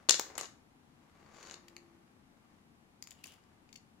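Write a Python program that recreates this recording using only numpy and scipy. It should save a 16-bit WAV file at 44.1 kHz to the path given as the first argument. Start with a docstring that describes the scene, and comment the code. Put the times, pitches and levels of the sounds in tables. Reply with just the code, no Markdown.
"""Metal lighter turned in the hand

Close up in a small quiet room, the mechanism snaps and rattles; faint tones linger after each snap.
Skin slides over the ribbed shell, metal squeaks, and chain, clip and tag tick against it.
Each contact is a burst of a few milliseconds coloured by the metal; rubbing is a stream of tiny slips.
Low room noise and a faint sagging tone lie underneath."""
import sys
import numpy as np
from scipy import signal
from scipy.fft import rfft, irfft, next_fast_len
from scipy.io import wavfile
from scipy.ndimage import uniform_filter1d

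SR = 44100
rng = np.random.default_rng(int(sys.argv[2]) if len(sys.argv) > 2 else 0)


def unload_wav(signal):
    """Save mono or channel-first audio to the path in sys.argv[1] as 16-bit WAV at rate SR, clipped to [-1, 1]."""
    wavfile.write(
        sys.argv[1],
        SR,
        np.round(np.clip(np.atleast_2d(signal).T, -1, 1) * 32767).astype(np.int16),
    )


N = 176400
BURST_SAMPLES = 8192


def mechanism():
    """Blows within the lighter excite the shell's damped modes; faint narrow tones linger in the tail."""
    # t/s, level/dB, thud/dB, middle/dB, top/dB, length/s, resonance/Hz, lift/dB
    snaps = [(.0887, -32.5, 15.5, 7, 5, .011, 4370, 14.5), (.094, -13.5, -4, 2, 4, 0.0026, 3360, 7),
             (.1073, -19.5, 1.5, -5, 1, 0.002, 4240, 8), (.1086, -19.5, -1, -5, -6, 0.0035, 5300, 9.5),
             (.1424, -27, 5, 2, -4, 0.0032, 4900, 2), (.196, -28.5, 11, 0, 0, 0.0021, 14600, 26),
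             (.3535, -39.5, 3, -11, -26, 0.0041, 6340, -6), (.3795, -40.5, 15.5, 11, 21, 0.0041, 8150, 11),
             (.3888, -46.5, 15.5, 17, 5.5, 0.0079, 3800, -7), (.399, -41, 5, 5.5, -18, 0.0074, 11000, -1),
             (.411, -35, 9.5, -1, 3, .0018, 7600, 0.5), (.432, -44, 12.5, 4, -18, 0.0073, 6260, 4),
             (.444, -48.5, 13, 10, -7, 0.0023, 6700, -4), (.455, -46, -13, 6, -22, 0.0095, 1500, 5),
             (1.4285, -55.5, 5, 10, -2, 0.0033, 8200, 2), (1.498, -52.5, 9, 11.5, 1.5, .0006, 4560, 1),
             (1.5112, -46.5, 11, 6.5, -4.5, .0007, 7340, 3.5), (1.523, -57.5, 7, -6, 7, .001, 5940, 0),
             (1.5412, -48, 11, 5.5, -1, 0.0019, 4300, 9.5)]
    # Dense damped modes: f/Hz, level/dB
    shell = [(60, -38), (170, -20), (380, -8.5), (600, -8), (780, -7.5), (1200, -6.5), (1650, -8.5),
             (2200, -6.5), (3200, -12.5), (5000, -2.5), (7300, -2.5), (8300, -11.5), (9500, -16),
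             (15500, -30)]
    # Prominent modes: f/Hz, width/Hz, lift/dB
    shell_peaks = [(398.3, 160, 2.5), (1560, 300, 2), (2910, 230, 8), (3620, 850, 5.5), (4210, 610, 3.5),
                   (5480, 320, 3), (6440, 500, 7), (6880, 380, 9.5), (7600, 250, 5), (8400, 330, 3.5),
                   (11110, 550, 8), (12500, 340, 5)]
    # Narrow tones in the reverberant tail: f/Hz, relative level/dB, t60/s
    tail_tones = [(3698, -62, .24), (3785, -60, .22), (4085, -60, .24), (4230, -59, .22), (4775, -62, .24),
                  (5447, -58, .22), (6290, -59, .22), (6600, -60, .2), (6962, -61, .22), (7115, -60, .2),
                  (7860, -59, .2), (9738, -58, .24), (10360, -59, .2), (12100, -57, .2)]
    t = np.arange(2 * BURST_SAMPLES) / SR
    tail = sum(amp(db - 60 * t / t60) * np.cos(2 * np.pi * hz * t) for hz, db, t60 in tail_tones)
    blows = contacts(snaps, shell, shell_peaks, tick=.51)
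    return blows + amp(-1) * signal.fftconvolve(blows, tail[None], axes=1)[:, :N]


def chain(link_t60_s=.028):
    """Chain and clip tick on the shell; each touch sets one link ringing."""
    # t/s, level/dB, thud/dB, middle/dB, top/dB, length/s, resonance/Hz, lift/dB, link/Hz, link level/dB
    clinks = [(1.683, -54.5, 1, 9.5, 2, 0.0045, 2800, -2, 6900, -72),
              (3.0249, -40.5, -2.5, -6.5, -5.5, 0.0018, 4800, 5.5, 12300, -48),
              (3.073, -49.5, 7.5, 1, 1, 0.00086, 6520, 2.5, 7900, -64.5),
              (3.108, -52, -5, 3.5, 7.5, 0.0042, 7140, 7.5, 7900, -50.5),
              (3.117, -61.5, 4, 14, -3, 0.0018, 3520, 7, 2320, -67),
              (3.126, -65, -6, 0, 1.5, .002, 7100, 11, 11200, -61),
              (3.238, -57, -6, 4, -4, .002, 2500, 4, 2500, -68),
              (3.2408, -47, -8, 8, 6, .0032, 2685, 7, 10300, -49),
              (3.258, -52, 14, -11, -1, 0.0061, 6070, 9, 9100, -60),
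              (3.27, -53, -1.5, -4, 2, .0015, 6200, 5, 8650, -52),
              (3.278, -55, 0.5, -4, 0, 0.0013, 10900, 6, 11050, -57),
              (3.321, -58, 0, 0, 4, 0.0014, 5700, 0, 9950, -61.5),
              (3.339, -63.5, 4, 4, 6, 0.0022, 2980, 7, 10300, -68),
              (3.438, -68.5, 11, 3, -8, .0024, 5020, 1.5, 7200, -75.5),
              (3.6906, -66.5, 1.5, 6, -11.5, 0.0034, 2410, 12.5, 4600, -72),
              (3.7284, -49.5, -10, -0.5, -6, 0.0017, 6930, 0.5, 4470, -50),
              (3.741, -65.5, 3.5, 3, -1.5, 0.0017, 15000, 10.5, 14600, -63.5),
              (3.757, -62, -6.5, 16.5, -6, 0.001, 2710, 6, 2780, -56.5),
              (3.7599, -50.5, -13.5, -1, -1.5, 0.0012, 5800, 7, 4440, -46.5)]
    # Dense damped modes: f/Hz, level/dB
    body = [(100, -44), (400, -14), (1300, -5.5), (2200, 1.5), (3600, -4), (5000, 0.5), (7300, 2),
            (9000, -9.5), (11500, -6.5), (15500, -12)]
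    # Prominent modes: f/Hz, width/Hz, lift/dB
    peaks = [(2223, 470, 2.07), (3570, 430, 4.6), (4610, 140, 8.7), (5040, 280, 7.2), (6190, 230, 3.9),
             (6965, 300, 9.6), (11000, 340, 5), (15100, 600, 5)]
    out = contacts(clinks, body, peaks, tick=.67)
    t = np.arange(BURST_SAMPLES) / SR
    for start_s, *_, link_hz, link_db in clinks:
        ping = np.sin(2 * np.pi * (link_hz * t + rng.random((2, 1))))
        add(out, start_s, amp(link_db - 60 * t / link_t60_s) * ping)
    return out


def tag():
    """The hanging tag knocks dryly against the shell."""
    # t/s, level/dB, thud/dB, middle/dB, top/dB, length/s, resonance/Hz, lift/dB
    knocks = [(1.7657, -44, -3, 1.5, -1, 0.0014, 2500, 0)]
    # Tag spectrum: f/Hz, level/dB
    body = [(100, -11), (380, -4), (900, 3.5), (1600, -12), (2000, 6.5), (2750, -1.5), (3400, -20),
            (4000, -0.5), (4450, 3.5), (5500, -11), (6900, 2.5), (9200, -26), (11000, -13), (16000, -28)]
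    return contacts(knocks, body, [], tick=.67)


def contacts(rows, body, peaks, tick, level_span_s=.006, resonance_q=5):
    """Each contact excites the resonances of its part, with its own weight and brightness."""
    out = np.zeros((2, N))
    hz = np.fft.rfftfreq(BURST_SAMPLES, 1 / SR)
    metal_db = log_interp(body, hz) + resonance_db(peaks, hz)
    metal_db -= 10 * np.log10(np.mean(amp(metal_db) ** 2))
    for start_s, db, thud_db, middle_db, top_db, length_s, peak_hz, lift_db, *_ in rows:
        colour_db = log_interp([(1110, thud_db), (2900, middle_db), (6560, 0), (11057, top_db)], hz)
        colour_db += resonance_db([(peak_hz, peak_hz / resonance_q, lift_db)], hz)
        spectrum = burst(length_s, tick) * minimum_phase(metal_db + colour_db)
        click = irfft(spectrum)[:, :BURST_SAMPLES // 2] * np.sqrt(level_span_s * SR)
        add(out, start_s, amp(db) * click)
    return out


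def burst(length_s, tick, right_tick=.12, tail_db=-13, tail_s=.0067):
    """Flattened stereo spectrum of one contact: a sharp tick plus brief metal-on-metal chatter."""
    # Direct sound: f/Hz, left-right correlation
    correlation = [(500, 0.85), (1500, 0.6), (5000, 0.17), (12000, .2)]
    t = np.arange(BURST_SAMPLES) / SR
    hz = np.fft.rfftfreq(BURST_SAMPLES, 1 / SR)
    envelope = np.exp(-(t / length_s) ** 2) + amp(tail_db) * np.exp(-t / tail_s)
    chatter = rfft(unit_energy(rng.standard_normal((2, BURST_SAMPLES)) * envelope))
    spectrum = stereo(*chatter, log_interp(correlation, hz)) + np.array([[tick], [right_tick]])
    return spectrum / np.sqrt(uniform_filter1d(abs(spectrum) ** 2, size=180, axis=1))


def skin_slide():
    """Skin catches and lets go on the ribbed shell."""
    # Slide envelope: t/s, level/dB
    levels = [(1.05, -91), (1.27, -82.5), (1.36, -60), (1.43, -56), (1.485, -52), (1.505, -58),
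              (1.535, -52.5), (1.57, -81), (1.7, -94)]
    # Slide spectrum: f/Hz, level/dB
    surface = [(200, -7), (600, 0), (1500, -2.5), (2500, -2.5), (4200, -5), (5300, -3), (7000, 2.5),
               (8300, -17), (10000, -18), (15500, -27.5)]
    # Resonances: f/Hz, width/Hz, lift/dB
    peaks = [(1480, 300, 6), (3894, 120, 6.4), (4580, 82, 9.8), (6600, 500, 2)]
    return friction(levels, surface, peaks)


def hand_rustle():
    """The moving hand rustles softly."""
    # Rustle envelope: t/s, level/dB
    levels = [(0, -64.5), (.07, -68.5), (.24, -58), (.34, -58), (.45, -54.5), (.5, -79), (.85, -75),
              (1.2, -65.5), (1.42, -56.5), (1.65, -66), (1.95, -72.5), (2.3, -75), (2.53, -70.5),
              (2.75, -84.5), (3.3, -70.5), (3.6, -74.5), (4, -85.5)]
    # Rustle spectrum: f/Hz, level/dB
    surface = [(150, -8), (500, -1), (1200, -5), (2100, -5), (3200, -15), (7000, -16), (9000, -29.5),
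               (15000, -34)]
    # Resonances: f/Hz, width/Hz, lift/dB
    peaks = [(847, 400, 4), (1150, 160, 8.5), (1560, 220, 2)]
    return friction(levels, surface, peaks)


def chain_drag():
    """Chain links scrape as they drag."""
    # Drag envelope: t/s, level/dB
    levels = [(3.0, -94.5), (3.15, -77), (3.23, -69), (3.26, -59.5), (3.32, -60.5), (3.38, -75.5),
              (3.5, -87.5), (3.65, -90.5)]
    # Drag spectrum: f/Hz, level/dB
    surface = [(500, -10.5), (1800, -8), (2900, 5), (3800, -3), (7000, -6.5), (9000, -11.5), (11500, -12),
               (15500, -16.5)]
    # Resonances: f/Hz, width/Hz, lift/dB
    peaks = [(800, 200, 6), (2920, 390, 5)]
    return friction(levels, surface, peaks)


def friction(levels, surface, peaks, slips_per_s=2400, catch_hz=70, catch_db=1.8):
    """Tiny slips, clumped by catch and release, coloured by the surface."""
    hz = np.fft.rfftfreq(N, 1 / SR)
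    clump_db = catch_db * slow_noise(catch_hz)
    onsets = rng.random(N) < slips_per_s / SR
    scatter_db = np.minimum(rng.exponential(1, N), 4)
    noise = rng.standard_normal(N) + rng.standard_normal((2, N))  # common + per channel
    slips = onsets * amp(clump_db + scatter_db) * noise
    rub = irfft(rfft(slips) * amp(log_interp(surface, hz) + resonance_db(peaks, hz)), N)
    return gain_curve(levels) * np.sqrt(N) * unit_energy(rub)


def squeak(pitch_hz=4540, wander_hz=40):
    """Metal sliding on metal gives a thin wavering whistle."""
    # Squeak envelope: t/s, level/dB
    levels = [(1.08, -120), (1.15, -80), (1.2, -79), (1.33, -77), (1.44, -60.5), (1.49, -57), (1.56, -120)]
    hz = pitch_hz + wander_hz * slow_noise(cutoff_hz=90)
    flutter = slow_noise(cutoff_hz=90)
    return gain_curve(levels) * flutter * np.sin(2 * np.pi * np.cumsum(hz) / SR)


def room(direct, send, rise_s=.014, tail_right_db=-3.5):
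    """Direct sound and near reflections, shaded on the right; the send returns as a diffuse tail."""
    # Tail decay: f/Hz, t60/s
    decay = [(250, 1.7), (700, 0.82), (1800, 0.34), (4600, 0.32), (7000, 0.3), (12000, 0.28)]
    # Tail spectrum: f/Hz, level/dB
    colour = [(200, -14), (1000, -16.5), (1700, -7.5), (3000, -10.5), (4800, -9), (6900, -11), (8200, -10),
              (11000, -11.5), (15000, -13.5)]
    # Tail: f/Hz, left-right correlation
    correlation = [(200, 0.8), (550, .85), (1100, .4), (2200, .05)]
    # Near reflections: t/s, level/dB
    echoes = [(.0088, -23), (0.0144, -13), (0.0207, -19.5)]
    # Right channel re left: f/Hz, level/dB
    shading = [(300, -0.5), (1500, -7.5), (3000, -3), (4300, -9), (6700, -11.5), (9500, -3.5),
               (12000, -7.5), (15500, -13)]
    band_hz, frame_s, noise = signal.stft(rng.standard_normal((2, SR)), SR, nperseg=256)
    t60_s = log_interp(decay, band_hz)[:, None]
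    _, tail = signal.istft(noise * amp(-60 * frame_s / t60_s) / np.sqrt(t60_s), SR, nperseg=256)
    t = np.arange(tail.shape[1]) / SR
    tail = unit_energy(tail * (1 - np.exp(-(t / rise_s) ** 2)))
    taps = np.zeros((2, SR))
    taps[:, 0] = 1
    for delay_s, db in echoes:
        taps[[0, 1], round(delay_s * SR) + rng.integers(0, 20, 2)] += amp(db)
    size = next_fast_len(N + SR)
    hz = np.fft.rfftfreq(size, 1 / SR)
    near = rfft(taps, size) * amp([0 * hz, log_interp(shading, hz)])
    far = stereo(*rfft(tail, size), log_interp(correlation, hz))
    far *= amp(log_interp(colour, hz)) * amp([[0], [tail_right_db]])
    return irfft(rfft(direct, size) * near + rfft(send, size) * far, size)[:, :N]


def room_noise(level_db=-64.5):
    """Steady low noise, leaning left."""
    # Noise spectrum: f/Hz, relative density/dB
    colour = [(12, -34.5), (20, -6.5), (38, -13), (81, -2.5), (113, -5.5), (234, -1), (337, -7.5),
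              (377, -9.5), (410, -12), (607, -17), (759, -10.5), (1120, -16), (1570, -18.5), (2390, -21),
              (4940, -28), (11800, -33.5), (16000, -49)]
    # f/Hz, left-right correlation
    correlation = [(60, 0.88), (180, 0.94), (550, 0.24), (1650, -0.45), (4970, -0.37), (15000, 0.11)]
    # f/Hz, left minus right/dB
    balance = [(60, 2.5), (240, 7), (950, 4), (3770, 1), (15000, -1)]
    hz = np.fft.rfftfreq(N, 1 / SR)
    white = stereo(*rfft(rng.standard_normal((2, N))), log_interp(correlation, hz))
    lean_db = log_interp(balance, hz) / 2
    air = irfft(white * amp(log_interp(colour, hz) + np.array([lean_db, -lean_db])), N)
    return amp(level_db) * air / air.std()


def faint_tone(start_hz=359, wander_hz=3.9, sag_hz_per_s=33):
    """A faint tone swells and sags in pitch as the lighter turns."""
    # Swell: t/s, level before panning/dB
    levels = [(1.3, -89), (1.45, -68.5), (1.6, -65), (1.75, -63), (2.0, -67), (2.2, -90)]
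    elapsed_s = np.arange(N) / SR - levels[0][0]
    hz = start_hz - sag_hz_per_s * elapsed_s + wander_hz * slow_noise(cutoff_hz=20)
    pan = amp([[2], [-3]])
    return pan * gain_curve(levels) * np.sin(2 * np.pi * np.cumsum(hz) / SR)


def amp(db):
    """Decibels to gain."""
    return 10 ** (np.asarray(db) / 20)


def unit_energy(x):
    """Scales each channel to energy 1."""
    return x / np.sqrt(np.sum(x ** 2, -1, keepdims=True) + 1e-20)


def slow_noise(cutoff_hz):
    """Low-passed noise, RMS 1."""
    passband = np.fft.rfftfreq(N, 1 / SR) < cutoff_hz
    return np.sqrt(N) * unit_energy(irfft(rfft(rng.standard_normal(N)) * passband, N))


def log_interp(points, hz):
    """Interpolates (f/Hz, value) points over log frequency."""
    point_hz, values = np.transpose(points)
    return np.interp(np.log(hz + 1), np.log(point_hz + 1), values)


def gain_curve(points):
    """Gain per sample from (t/s, level/dB) points."""
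    return amp(np.interp(np.arange(N) / SR, *np.transpose(points)))


def resonance_db(peaks, hz):
    """Sum of bell-shaped lifts."""
    return sum(db / (1 + (2 * (hz - peak_hz) / width_hz) ** 2) for peak_hz, width_hz, db in peaks)


def minimum_phase(db):
    """Causal response with the given gain."""
    log_gain = np.log(amp(np.concatenate([db, db[-2:0:-1]])))
    return np.exp(np.conj(signal.hilbert(log_gain)))[:len(db)]


def stereo(a, b, correlation):
    """Two correlated channels from two independent signals."""
    correlation = np.clip(correlation, -1, 1)
    return np.array([a, correlation * a + np.sqrt(1 - correlation ** 2) * b])


def add(mix, start_s, sound):
    """Mixes a sound in place."""
    part = mix[:, round(start_s * SR):][:, :sound.shape[1]]
    part += sound[:, :part.shape[1]]


def scene():
    """Clicks and rubbing in the room, over its background."""
    hanging = chain() + tag()
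    rubbing = skin_slide() + hand_rustle() + chain_drag() + squeak()
    held = mechanism() + rubbing
    send = held + amp(-3) * hanging  # chain and tag are closer, so they sound drier
    return room(held + hanging, send) + room_noise() + faint_tone()


def record(dry, low_cut_hz=15, high_cut_hz=16150, ceiling=.7):
    """Cuts the deepest bass, rounds the tallest peaks and limits the band."""
    x = signal.sosfilt(signal.butter(2, low_cut_hz, "high", fs=SR, output="sos"), dry)
    x = x / (1 + (x / ceiling) ** 4) ** .25
    lowpass = signal.firwin(511, high_cut_hz, window=("kaiser", 9), fs=SR)
    return signal.oaconvolve(x, lowpass[None], "same")


dry = scene()
out = record(dry)
unload_wav(out)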